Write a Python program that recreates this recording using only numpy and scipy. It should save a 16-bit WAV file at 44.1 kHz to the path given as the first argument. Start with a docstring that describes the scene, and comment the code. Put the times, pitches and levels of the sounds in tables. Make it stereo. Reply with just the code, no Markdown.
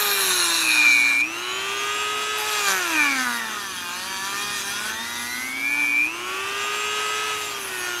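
"""A rotary tool whines and hisses, rasps through a plastic case in three cuts and runs free between them.
Load drags the mains-driven shaft down; its orders sweep housing resonances, throbbing with motor current.
The cut-off wheel's grit scrapes case and wheel into ringing; its high spots knock once a turn.
The air is noise that grows with speed; outdoors, by a truck bed, traffic rumbles and drones faintly."""
import sys
import numpy as np
from scipy import signal
from scipy.fft import rfft, irfft, next_fast_len
from scipy.io import wavfile
from scipy.ndimage import uniform_filter1d

SR = 44100
rng = np.random.default_rng(int(sys.argv[2]) if len(sys.argv) > 2 else 0)


def pcm_store(signal):
    """Save signal as 16-bit PCM."""
    levels = np.round(np.clip(np.atleast_2d(signal), -1, 1) * 32767)
    wavfile.write(sys.argv[1], SR, levels.astype(np.int16).T)


N = 352800

RIPPLE_HZ = 119.9  # motor current pulses at twice the mains frequency
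IDLE_HZ = 431.9  # shaft speed that the freed tool creeps up to
# cuts: touch t/s, lift t/s, time to bite/s, overtone trim/dB, overtone fade/(dB/s), whirr ceiling/dB
CUTS = [(-0.05, 1.21, .02, 6.5, -7, -12), (2.367, 6.065, 0.017, 1.5, -0.8, -1.8),
        (7.324, 8.1, 0.086, -2, 0, 0)]


def amp(db):
    """Amplitude factor of a level in dB."""
    return 10 ** (np.asarray(db) / 20)


def evened(x):
    """Scales to rms 1."""
    return x / np.sqrt(np.mean(x ** 2) + 1e-20)


def curves(rows):
    """Columns of a time table at every sample."""
    s, *columns = np.transpose(rows)
    return [np.interp(np.arange(N) / SR, s, c) for c in columns]


def bumps(rows):
    """Sum of bell-shaped changes in dB; rows are t/s, 1/e half-length/s, level/dB."""
    t = np.arange(N) / SR
    return sum(db * np.exp(-((t - s) / half) ** 2) for s, half, db in rows)


def read(points, hz):
    """Table value at hz, interpolated over log frequency."""
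    f, value = np.transpose(points)
    return np.interp(np.log(hz + 1), np.log(f + 1), value)


def shaped(x, gain):
    """Applies a gain given as a function of frequency."""
    size = next_fast_len(N + 4096)
    return irfft(rfft(x, size) * gain(np.fft.rfftfreq(size, 1 / SR)), size)[:N]


def response(modes, hz, base_db=-80):
    """Magnitude of a set of resonances, powers summed over a floor."""
    power = sum(amp(db) ** 2 / (1 + (2 * (hz - f) / width) ** 2) for f, width, db in modes)
    return np.sqrt(amp(base_db) ** 2 + power)


def ring(x, modes, order=1):
    """Drives resonances; neighbours swing in opposite senses; order 2 has steeper skirts."""
    def gain(hz):
        return sum((-1) ** k * amp(db) / (1 + 2j * (hz - f) / width) ** order
                   for k, (f, width, db) in enumerate(modes))

    hz = np.arange(1, SR // 2, 5.)
    return shaped(x, gain) / np.sqrt(np.mean(abs(gain(hz)) ** 2))


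def drift(per_s):
    """Slow chance with per_s knots a second, rms about 1.4."""
    knots = rng.standard_normal(round(N / SR * per_s) + 2)
    return np.interp(np.arange(N) / SR * per_s, np.arange(len(knots)), knots) * 1.76


def tone(turns, db, start=None):
    """Sinusoid of rms level db; phases are in turns, the start random unless given."""
    start = rng.random() if start is None else start
    return np.sqrt(2) * amp(db) * np.cos(2 * np.pi * (turns + start))


def speed():
    """Shaft speed in Hz: loaded, then run-up after each lift; rotor inertia rounds each change."""
    # under load: t/s, shaft speed/Hz
    loaded = [(0, 418.3), (0.2, 391.8), (0.4, 352), (0.5, 336.8), (0.6, 330), (0.7, 312.6), (1.0, 284),
              (1.1, 284.3), (1.149, 278.7), (1.201, 286.4), (2.5, 425.5), (2.6, 415.6), (2.8, 365.2),
              (2.9, 330.2), (3.0, 299.4), (3.066, 284.6), (3.146, 268.3), (3.195, 256.6), (3.235, 254.7),
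              (3.258, 246.4), (3.326, 237.9), (3.38, 234.6), (3.42, 226.3), (3.444, 224.6), (3.632, 199),
              (3.698, 191.6), (3.754, 181), (3.816, 176.9), (3.9, 174.5), (3.986, 181.9), (4.086, 191.3),
              (4.184, 190.9), (4.27, 196.2), (4.32, 197.9), (4.44, 205), (4.55, 205), (4.625, 196.3),
              (4.674, 200.1), (4.712, 201), (4.782, 205.4), (4.876, 215.7), (4.932, 219.3), (5.0, 227.2),
              (5.1, 237.6), (5.26, 240.7), (5.33, 246), (5.45, 259), (5.52, 261.4), (5.7, 285.6),
              (5.8, 294), (5.9, 288.5), (6.001, 295.7), (6.05, 304.3), (7.4, 420.3), (7.49, 414.2),
              (7.6, 396.6), (7.7, 377), (7.8, 364.3), (8.0, 352.3)]
    leap_share, leap_s, creep_s = .09, .05, .375  # freed, the shaft leaps, then creeps
    rows, (s, hz) = list(loaded), np.transpose(loaded)
    for (_, lift, *_), (touch, *_) in zip(CUTS, CUTS[1:]):
        last = np.searchsorted(s, lift) - 1
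        u = np.arange(.025, touch - s[last], .025)
        gap = leap_share * np.exp(-u / leap_s) + (1 - leap_share) * np.exp(-u / creep_s)
        rows += zip(s[last] + u, IDLE_HZ - (IDLE_HZ - hz[last]) * gap)
    return uniform_filter1d(curves(sorted(rows))[0], size=700)


def contact(hz):
    """Levels in dB of body, wall, wheel, overtones, knocks and whirr: the cut replaces idle shaking."""
    # drive in the cut: t/s, case body/dB, wheel knock/dB, case wall/dB, wheel ring/dB
    press = [(0, -29, -33, -25.5, -31), (0.12, -28.5, -33.5, -26, -34.5), (0.22, -27, -48, -25, -28.5),
             (0.35, -29, -38.5, -24, -31.5), (0.55, -28.5, -35, -24, -33), (0.7, -28, -56, -26, -31.5),
             (0.9, -29, -57, -27, -39), (1.0, -32.5, -56, -30, -39), (1.12, -31, -54, -31, -45),
             (1.18, -36, -62, -37.5, -45), (2.38, -34, -40, -33.5, -42), (2.5, -31, -33, -31, -44),
             (2.6, -32, -31, -29, -43), (2.7, -31.5, -28, -30, -42.5), (2.8, -31, -31, -33.5, -45),
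             (2.92, -29.5, -31.5, -30.5, -42.5), (3.1, -29.5, -31.5, -32, -46),
             (3.21, -34, -30.5, -30.5, -41), (3.245, -30, -35.5, -33.5, -44),
             (3.27, -32, -29.5, -34.5, -44), (3.37, -35, -32.5, -34, -39), (3.41, -33, -37, -38, -48),
             (3.55, -34.5, -38.5, -36.5, -47), (3.72, -41.5, -42.5, -37, -43.5),
             (3.85, -36, -45, -37.5, -45.5), (4.08, -36, -38.5, -36, -45), (4.3, -35, -38, -36.5, -44.5),
             (4.45, -34, -37, -32, -41), (4.57, -36.5, -36.5, -32.5, -43), (4.625, -36.5, -44, -33.5, -44),
             (4.68, -37, -42, -35, -40.5), (4.79, -33.5, -43.5, -35, -43), (4.9, -31.5, -39.5, -34, -44.5),
             (4.96, -36, -44, -38.5, -47), (5.2, -40.5, -43.5, -35, -43), (5.42, -44, -45.5, -37.5, -42.5),
             (5.62, -51, -47, -42.5, -50), (5.8, -37, -41.5, -40.5, -44.5), (6.05, -46, -56.5, -45.5, -51),
             (7.35, -52, -55, -37, -47), (7.45, -46, -43, -34.5, -48), (7.55, -52, -54, -39.5, -58),
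             (7.62, -40, -54, -40, -42.5), (7.69, -35, -52, -40, -43), (7.73, -39, -41, -41, -45),
             (7.8, -40, -40, -38.5, -43), (7.9, -39, -37, -36, -48), (8.0, -42, -43, -37, -48)]
    # the wheel snags briefly: t/s, body change/dB, rasp change/dB
    snags = [(2.385, 2, 1), (2.53, 0, -0.5), (2.7, 4.5, 3), (2.77, -1, 1.5), (4.4, 0, 0), (4.6, 2, 2.5),
             (4.7, 4, 2), (4.87, 1.5, 1.5), (7.44, -3, 1)]
    # plastic damps the bearings' whirr: shaft f/Hz, running free/dB, cutting/dB
    whirr_by_speed = [(190, -30, -31), (240, -17, -16.5), (304, -16, -16.5), (337, -10, -20),
                      (361, -7.5, -10), (373, -3.5, -14.5), (396, -2, -9), (409.5, -0.7, -6.5),
                      (435, -0.5, -3)]
    # the whirr sinks as the wheel digs in: t/s, 1/e half-length/s, change/dB
    whirr_dip = [(7.66, 0.079, -7), (7.9, .15, -2.5)]
    # shaking of the free tool at idle speed: body, wall, wheel, overtones, knocks [level/dB]
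    idle_db = (-39.5, -37, -48, -64, -63)
    idle_db_per_hz, top_db_per_hz = 0.13, .012
    top_follow, top_follow_from_db = 0.45, -42  # overtones take a share of the ring's swing about this level
    snag_s, lift_s = 0.032, 0.015
    parting_db, parting_s = 6.5, 0.0089  # the wall chirps as the wheel leaves it

    t = np.arange(N) / SR
    body_db, knock_db, wall_db, wheel_db = curves(press)
    low_db, high_db = (bumps((row[0], snag_s, row[k]) for row in snags) for k in (1, 2))
    free_db, damped_db = (read([(row[0], row[k]) for row in whirr_by_speed], hz) for k in (1, 2))
    idle = amp(np.array(idle_db)[:, None] + idle_db_per_hz * (hz - IDLE_HZ)) ** 2
    power, whirr_db = idle, free_db
    overtones_db = top_follow * wheel_db + (1 - top_follow) * top_follow_from_db
    overtones_db = overtones_db + top_db_per_hz * (hz - IDLE_HZ) + high_db
    for touch, lift, bite, top_db, top_fade, ceiling_db in CUTS:
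        on = np.clip(np.minimum((t - touch) / bite, 1 - (t - lift) / lift_s), 0, 1)
        age = np.clip(t - touch, 0, lift - touch)
        levels = np.array([body_db + low_db,
                           wall_db + high_db + bumps([(lift, parting_s, parting_db)]),
                           wheel_db + high_db,
                           overtones_db + top_db + top_fade * age,
                           knock_db])
        power = power + on ** 2 * (amp(levels) ** 2 - idle)
        whirr_db = whirr_db + on * (np.minimum(damped_db, ceiling_db) - free_db)
    return (*10 * np.log10(power), whirr_db + bumps(whirr_dip))


def motor(hz, turns, ripple, whirr_db):
    """Shaft orders; the pulsing current puts sidebands one ripple above and below them."""
    # bearing whirr: shaft order, lower sideband/dB, order/dB, upper sideband/dB (relative)
    whirr = [(2, -48.5, -57, -38), (3, -44, -26, -39), (4, -29, -28.5, -43), (5, -31, -32.5, -41),
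             (6, -33, -31.5, -31.5), (7, -28, -31.5, -34), (8, -31, -33, -38), (9, -38, -30.5, -39.5),
             (12, -56, -46, -45), (13, -50, -42, -44), (14, -46, -43, -50), (15, -42, -44, -48),
             (16, -46, -39, -48)]
    # resonances: f/Hz, width/Hz, level/dB
    housing = [(1243, 236, -5.5), (1870, 290, -19), (2640, 510, -8)]
    stator = [(2377, 120, 0)]
    # t/s, slot force/dB
    slot = [(0, -15), (0.55, -18), (0.7, -14.5), (0.9, -12), (1.03, -13), (1.15, -16.5), (1.21, -16.5),
            (1.3, -22.5), (1.5, -13.5), (2.9, -17), (2.96, -17.5), (3.12, -16), (3.25, -21), (3.4, -12),
            (3.75, -38), (4.0, -19), (4.75, -30), (4.95, -15), (5.4, -16), (5.6, -20), (5.8, -17),
            (6.05, -16), (6.15, -18.5), (6.4, -28), (7.3, -28), (7.7, -24), (8, -18)]
    # shaft f/Hz, unbalance level/dB
    unbalance = [(175, -58), (205, -53), (240, -45), (285, -42), (310, -38), (340, -40.5), (425, -38)]
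    # swells and dips: t/s, 1/e half-length/s, change/dB
    pressed_unbalance = [(0.25, 0.3, 4), (3.15, 0.31, 9), (7.55, 0.22, -4)]
    fan_dips = [(1.46, 0.026, -10), (1.75, 0.099, -10), (5.7, .35, -7), (6.45, .11, -12), (7.62, .08, -16),
                (7.9, .15, 0)]
    second_slot_tone = [(3.4, .3, -3), (5.2, .2, 2)]
    third_slot_tone = [(1.34, .08, 13), (3.82, 0.14, -9), (4.1, .12, 5), (6.15, .05, 8)]
    # windings under load: f/Hz, level/dB
    hum = [(240, -52.5), (360, -54)]

    unbalance_db = read(unbalance, hz) + bumps(pressed_unbalance)
    out = tone(turns, unbalance_db + 0.5 * drift(40))

    # eighteen fan blades, muffled in the cut
    fan_db = np.minimum(1.7 * (whirr_db + 12), 0) - 43 + bumps(fan_dips)
    out += tone(18 * turns, fan_db + 1.5 * drift(20))

    # eight rotor slots pass the poles each turn, in step with the current
    slot_db, = curves(slot)
    for side, db in zip((-1, 0, 1), (-13.0, -4, -6.5)):
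        gain = response(stator, 8 * hz + side * RIPPLE_HZ, -51)
        out += gain * tone(8 * turns + side * ripple, slot_db + db + 1.23 * drift(30), start=0)

    for order, *levels in whirr:
        for side, db in zip((-1, 0, 1), levels):
            gain = response(housing, order * hz + side * RIPPLE_HZ, -13.5)
            out += gain * tone(order * turns + side * ripple, whirr_db + db + 0.98 * drift(10))

    # current rises as the shaft slows: more hum, sharper slot pulses
    load = np.clip((330 - hz) / 90, 0, 1)
    second = tone(16 * turns, -46 + bumps(second_slot_tone) + 2.5 * drift(12))
    second += tone(16 * turns + ripple, -51 + 2.5 * drift(12))
    out += np.clip((280 - hz) / 35, 0, 1) * second
    third_db = -62 + 14 * np.clip((215 - hz) / 20, 0, 1) + bumps(third_slot_tone)
    out += tone(24 * turns, third_db + 2.5 * drift(14))
    return out + load * sum(tone(f / RIPPLE_HZ * ripple, db) for f, db in hum)


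def air(hz, turns, ripple):
    """Cooling air and brush hiss: noise that grows with speed, ruffled by current and rotation."""
    # spectrum: f/Hz, relative density/dB
    spectrum = [(150, -43), (360, -20.5), (550, -18), (1000, -11), (1350, -13), (2100, -15.5), (2650, -10),
                (3300, -17.5), (4200, -21.5), (6100, -21.5), (8700, -26), (10200, -25), (13600, -30.5),
                (15600, -40)]
    ruffle = (1 + 0.12 * np.cos(2 * np.pi * ripple)) * (1 + 0.23 * np.cos(2 * np.pi * turns))
    noise = ruffle * amp(0.5 * drift(25)) * rng.standard_normal(N)
    hiss = shaped(noise, lambda f: amp(read(spectrum, f)))
    return amp(-33 + 29.4 * np.log10(hz / 425)) * evened(hiss)


def chatter(turns):
    """The wheel bounces, biting harder every few turns: swing of the bite, and thuds."""
    # start t/s, end t/s, bounces per turn, thud level/dB, scraping depth/(0-1)
    bouts = [(0, 0.35, 0.49, -54, 0.25), (0.364, 0.63, .5, -69, 0.24), (2.381, 2.657, 0.53, -73, 0.15),
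             (2.66, 2.807, 0.5, -49.5, 0.46), (4.202, 4.851, 2 / 3, -55, 0)]
    t, swing, thuds = np.arange(N) / SR, np.zeros(N), np.zeros(N)
    for start, end, ratio, db, depth in bouts:
        on = np.clip(np.minimum(t - start, end - t) / 0.024, 0, 1)
        swing += on * depth * np.cos(2 * np.pi * ratio * turns)
        thuds += on * tone(ratio * turns, db + 2.0 * drift(20))
    return swing, thuds


def rim(turns, memory=0.91):
    """The rim's grit pattern comes round every turn and wears into a new one over some turns."""
    steps = 240  # grit points round the rim
    fresh = rng.standard_normal((int(turns[-1]) + 62, steps))
    grit = signal.lfilter([1], [1, -memory], fresh, axis=0)[60:]
    high_spot = np.exp(-np.arange(steps) / 35)  # the wheel runs out of true: one arc bites most
    pattern = (grit * (0.66 + high_spot)).ravel()
    return evened(np.interp(turns * steps, np.arange(grit.size), pattern))


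def uneven(x):
    """The cut wanders over the case, so its resonances ring in patches."""
    # treble parts that ring out a while: t/s, 1/e half-length/s, f/Hz, 1/e half-width/Hz, gain/dB
    ring_outs = [(.1, .15, 12400, 598, 8), (.5, 0.28, 10100, 600, 4.5), (1.14, .05, 8604, 600, 13),
                 (1.45, 0.15, 3950, 300, 13.5), (1.8, 0.24, 6594, 300, 9), (2.4, .03, 11100, 1400, 3),
                 (2.52, .03, 11300, 800, 10), (2.702, 0.11, 7000, 400.2, 10), (2.73, .05, 11600, 800, 6),
                 (4.849, .06, 8490, 700, 6), (5.4, .12, 11230, 499.8, 7), (5.55, 0.078, 8500, 299.5, 7),
                 (7.65, .05, 10600, 799.6, 6), (7.801, 0.059, 10690, 699, 9)]
    patchy_db = 1.22
    hz, t, z = signal.stft(x, SR, nperseg=512)
    patches = rng.standard_normal(z.shape[::-1]).T
    patches = evened(uniform_filter1d(uniform_filter1d(patches, size=7, axis=0), size=14, axis=1))
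    gain_db = patchy_db * patches
    for s, half, f, width, db in ring_outs:
        gain_db += db * np.outer(np.exp(-((hz - f) / width) ** 2), np.exp(-((t - s) / half) ** 2))
    return signal.istft(z * amp(gain_db), SR, nperseg=512)[1][:N]


def cutting(turns, ripple, bounce, body_db, wall_db, wheel_db, top_db):
    """Scraping force rings the resonances of case and wheel."""
    # repeating power share of the scraping: t/s, wall and wheel base share/(0-1), body share/(0-1)
    repeating = [(0, 0.4, .3), (0.55, 0.55, .45), (0.8, .35, .25), (1.2, 0.3, .2), (2.45, 0.44, .4),
                 (2.75, .2, .35), (3.3, 0.53, .4), (4.6, 0.6, .35), (5.3, .7, .45), (6, 0.85, .2),
                 (8, .99, .3)]
    # resonances: f/Hz, width/Hz, relative level/dB
    body = [(457, 240, -15.5), (943, 250, -4.5), (1172, 128, -0.5), (1434, 143, 2), (1786, 210, 0.5),
            (2392, 95, 2), (2840, 157, -2.5)]
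    wall_first_grip = [(3804, 364, 4), (4233, 400, 2.5), (5620, 370, -2.5), (6620, 204, 0),
                       (7480, 164, -2.5), (8300, 160, -9)]
    wall_second_grip = [(3222, 136, 3), (3774, 490, -0.5), (4860, 510, -1.5), (5640, 170, 0.5),
                        (6203, 220, 2.5), (7090, 410, -4.5), (8300, 550, -6)]
    wheel = [(9130, 660, 1), (10125, 480, 8.5), (10880, 630, 1.5)]
    wheel_top = [(11560, 1330, 2), (13050, 820, -3), (14100, 1600, -6.5)]
    regrip_s = 1.8

    share, body_share = curves(repeating)
    t = np.arange(N) / SR
    bite = bounce * (1 + 0.082 * np.cos(2 * np.pi * ripple))
    grit = rim(turns)

    def force(db, repeat):
        """Grit that comes round again, mixed with freshly torn chips."""
        chips = evened((0.5 + np.exp(-(turns % 1) / 0.27)) * rng.standard_normal(N))
        repeat = np.clip(repeat, 0, 1)
        mix = np.sqrt(repeat) * grit + np.sqrt(1 - repeat) * chips
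        return bite * amp(db + 0.52 * drift(35)) * mix

    wall_force = force(wall_db, share + .03)
    wheel_share = .55 + .4 * share  # the wheel itself feels mostly its own rim
    rasp = ring(wall_force * (t < regrip_s), wall_first_grip)
    rasp += ring(wall_force * (t >= regrip_s), wall_second_grip)
    rasp += ring(force(wheel_db, wheel_share), wheel, order=2)
    rasp += ring(force(top_db, wheel_share), wheel_top, order=2)
    return ring(force(body_db, body_share), body) + uneven(rasp)


def knocks(hz, turns, ripple, swing, knock_db):
    """High spots strike every turn: clean shaft orders through steep resonances of case and housing."""
    # rim shape: shaft order, level/dB
    lobes = [(2, 2.5), (3, -1), (4, 0.5), (5, -1), (6, 0), (7, 0.5), (8, -2.5), (9, 0.5), (10, -13),
             (11, -17), (12, 0), (13, -1), (14, 4), (15, 3)]
    # resonances on the way, then with the case held anew: f/Hz, width/Hz, level/dB
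    path = [(396, 69, -12), (940, 216, -2), (1217, 260, -1.5), (1525, 280, 0), (1795, 210, 0.5),
            (2444, 350, -4.5), (2930, 490, -28)]
    path_last_grip = [(700, 300, -14), (1450, 290, 2.5), (1850, 310, 1.5), (2700, 910, -1)]
    # every third order stands out: t/s, lift/dB (the other orders get its negative)
    three_spots = [(0, 0.5), (3.5, 0.5), (3.62, 1.5), (3.8, 0), (4.1, 2), (4.3, 1.5), (4.58, 2.5),
                   (4.64, -3.5), (4.95, -2), (5.25, 0), (5.4, 3), (6.05, 2), (6.3, -2), (8, -1)]
    # motor current throbs in the knocks: t/s, depth/(0-1)
    throb = [(0, .2), (2.5, .2), (3.1, .3), (3.4, .45), (3.8, .25), (6, .2), (7.6, .5), (8, .5)]
    last_grip_s, bounce_factor = 7, 2  # knocks feel the bouncing more than the scraping does

    def steep(modes, f):
        return np.sqrt(sum(amp(db) ** 2 / (1 + (2 * (f - c) / width) ** 2) ** 2 for c, width, db in modes))

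    cut = round(last_grip_s * SR)
    three_db, = curves(three_spots)
    out = np.zeros(N)
    for order, db in lobes:
        f = order * hz
        gain = np.r_[steep(path, f[:cut]), steep(path_last_grip, f[cut:])]
        sign = -1 if order % 3 else 1
        out += gain * tone(order * turns, knock_db + db + sign * three_db + 1.53 * drift(14))
    pulse = 1 + curves(throb)[0] * np.cos(2 * np.pi * ripple)
    return (1 + bounce_factor * swing) * pulse * out


def outdoors():
    """Far traffic: shaped noise with a few wavering drones, nearly alike in both channels."""
    # f/Hz, relative density/dB
    rumble = [(12, -64), (20, -27), (81, -9), (145, -16), (165, -12), (238, -5.5), (264, -8.5), (304, -2),
              (330, -5), (430, -10), (730, -120)]
    # faint low drones: f/Hz, level/dB
    drones = [(88, -63.5), (108, -66.5), (140, -64.5)]
    rumble_db = -50.5
    t = np.arange(N) / SR
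    one, other = (evened(shaped(rng.standard_normal(N), lambda f: amp(read(rumble, f)))) for _ in range(2))
    mid = amp(rumble_db) * one
    mid += sum(tone(f * t + 0.091 * drift(5.3), db + 2.15 * drift(5.9)) for f, db in drones)
    return mid + amp(rumble_db - 14.0) * other * np.array([[1], [-1]])


def placed(x, echo_db, lag_s=3e-5):
    """Reflections off torso and truck walls differ at the two microphones and shift as the hands move."""
    # f/Hz, echo gain in the side signal/dB
    sides = [(60, -14), (200, -20), (400, -11), (700, -9.5), (1300, -8.5), (2400, -1), (4400, 1.5),
             (8100, 0.5), (15000, -1.5)]
    # f/Hz, left minus right of the direct sound/dB
    lean = [(60, -2), (110, -2), (200, 0), (380, -1.5), (700, -1), (1290, 1.5), (2380, 1), (4400, -2),
            (8120, -2), (15000, 9)]
    taps = rng.standard_normal((2, 3000)) * np.exp(-np.arange(3000) / 600)
    near, far = (signal.oaconvolve(x, h / np.linalg.norm(h))[:N] for h in taps)
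    pose = 1.36 * uniform_filter1d(drift(4), 4000)
    echoes = amp(echo_db) * (np.cos(pose) * near + np.sin(pose) * far)

    def direct_side(f):
        """Level lean, and a lag as left is a little farther."""
        lag = 1j * np.sin(np.pi * f * lag_s) / (1 + (f / 5000) ** 4)
        return np.tanh(read(lean, f) * np.log(10) / 40) - lag

    side = shaped(echoes, lambda f: amp(read(sides, f))) + shaped(x, direct_side)
    return np.array([x + side, x - side])


def scene():
    """Tool, cut and surroundings, all driven by one shaft and one current phase."""
    hz = speed()
    *cut_db, knock_db, whirr_db = contact(hz)
    turns, ripple = np.cumsum(hz) / SR, RIPPLE_HZ * np.arange(N) / SR
    swing, thuds = chatter(turns)
    tool = placed(motor(hz, turns, ripple, whirr_db), echo_db=-9)
    tool += placed(air(hz, turns, ripple), echo_db=0.0)
    cut = thuds + cutting(turns, ripple, 1 + swing, *cut_db)
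    cut += knocks(hz, turns, ripple, swing, knock_db)
    return tool + placed(cut, echo_db=-2.5) + outdoors()


def record(dry):
    """Low-pass band limit at 15.72 kHz."""
    lowpass = signal.firwin(2047, 15720, window=("kaiser", 9), fs=SR)
    return signal.oaconvolve(dry, lowpass[None], "same")


dry = scene()
out = record(dry)
pcm_store(out)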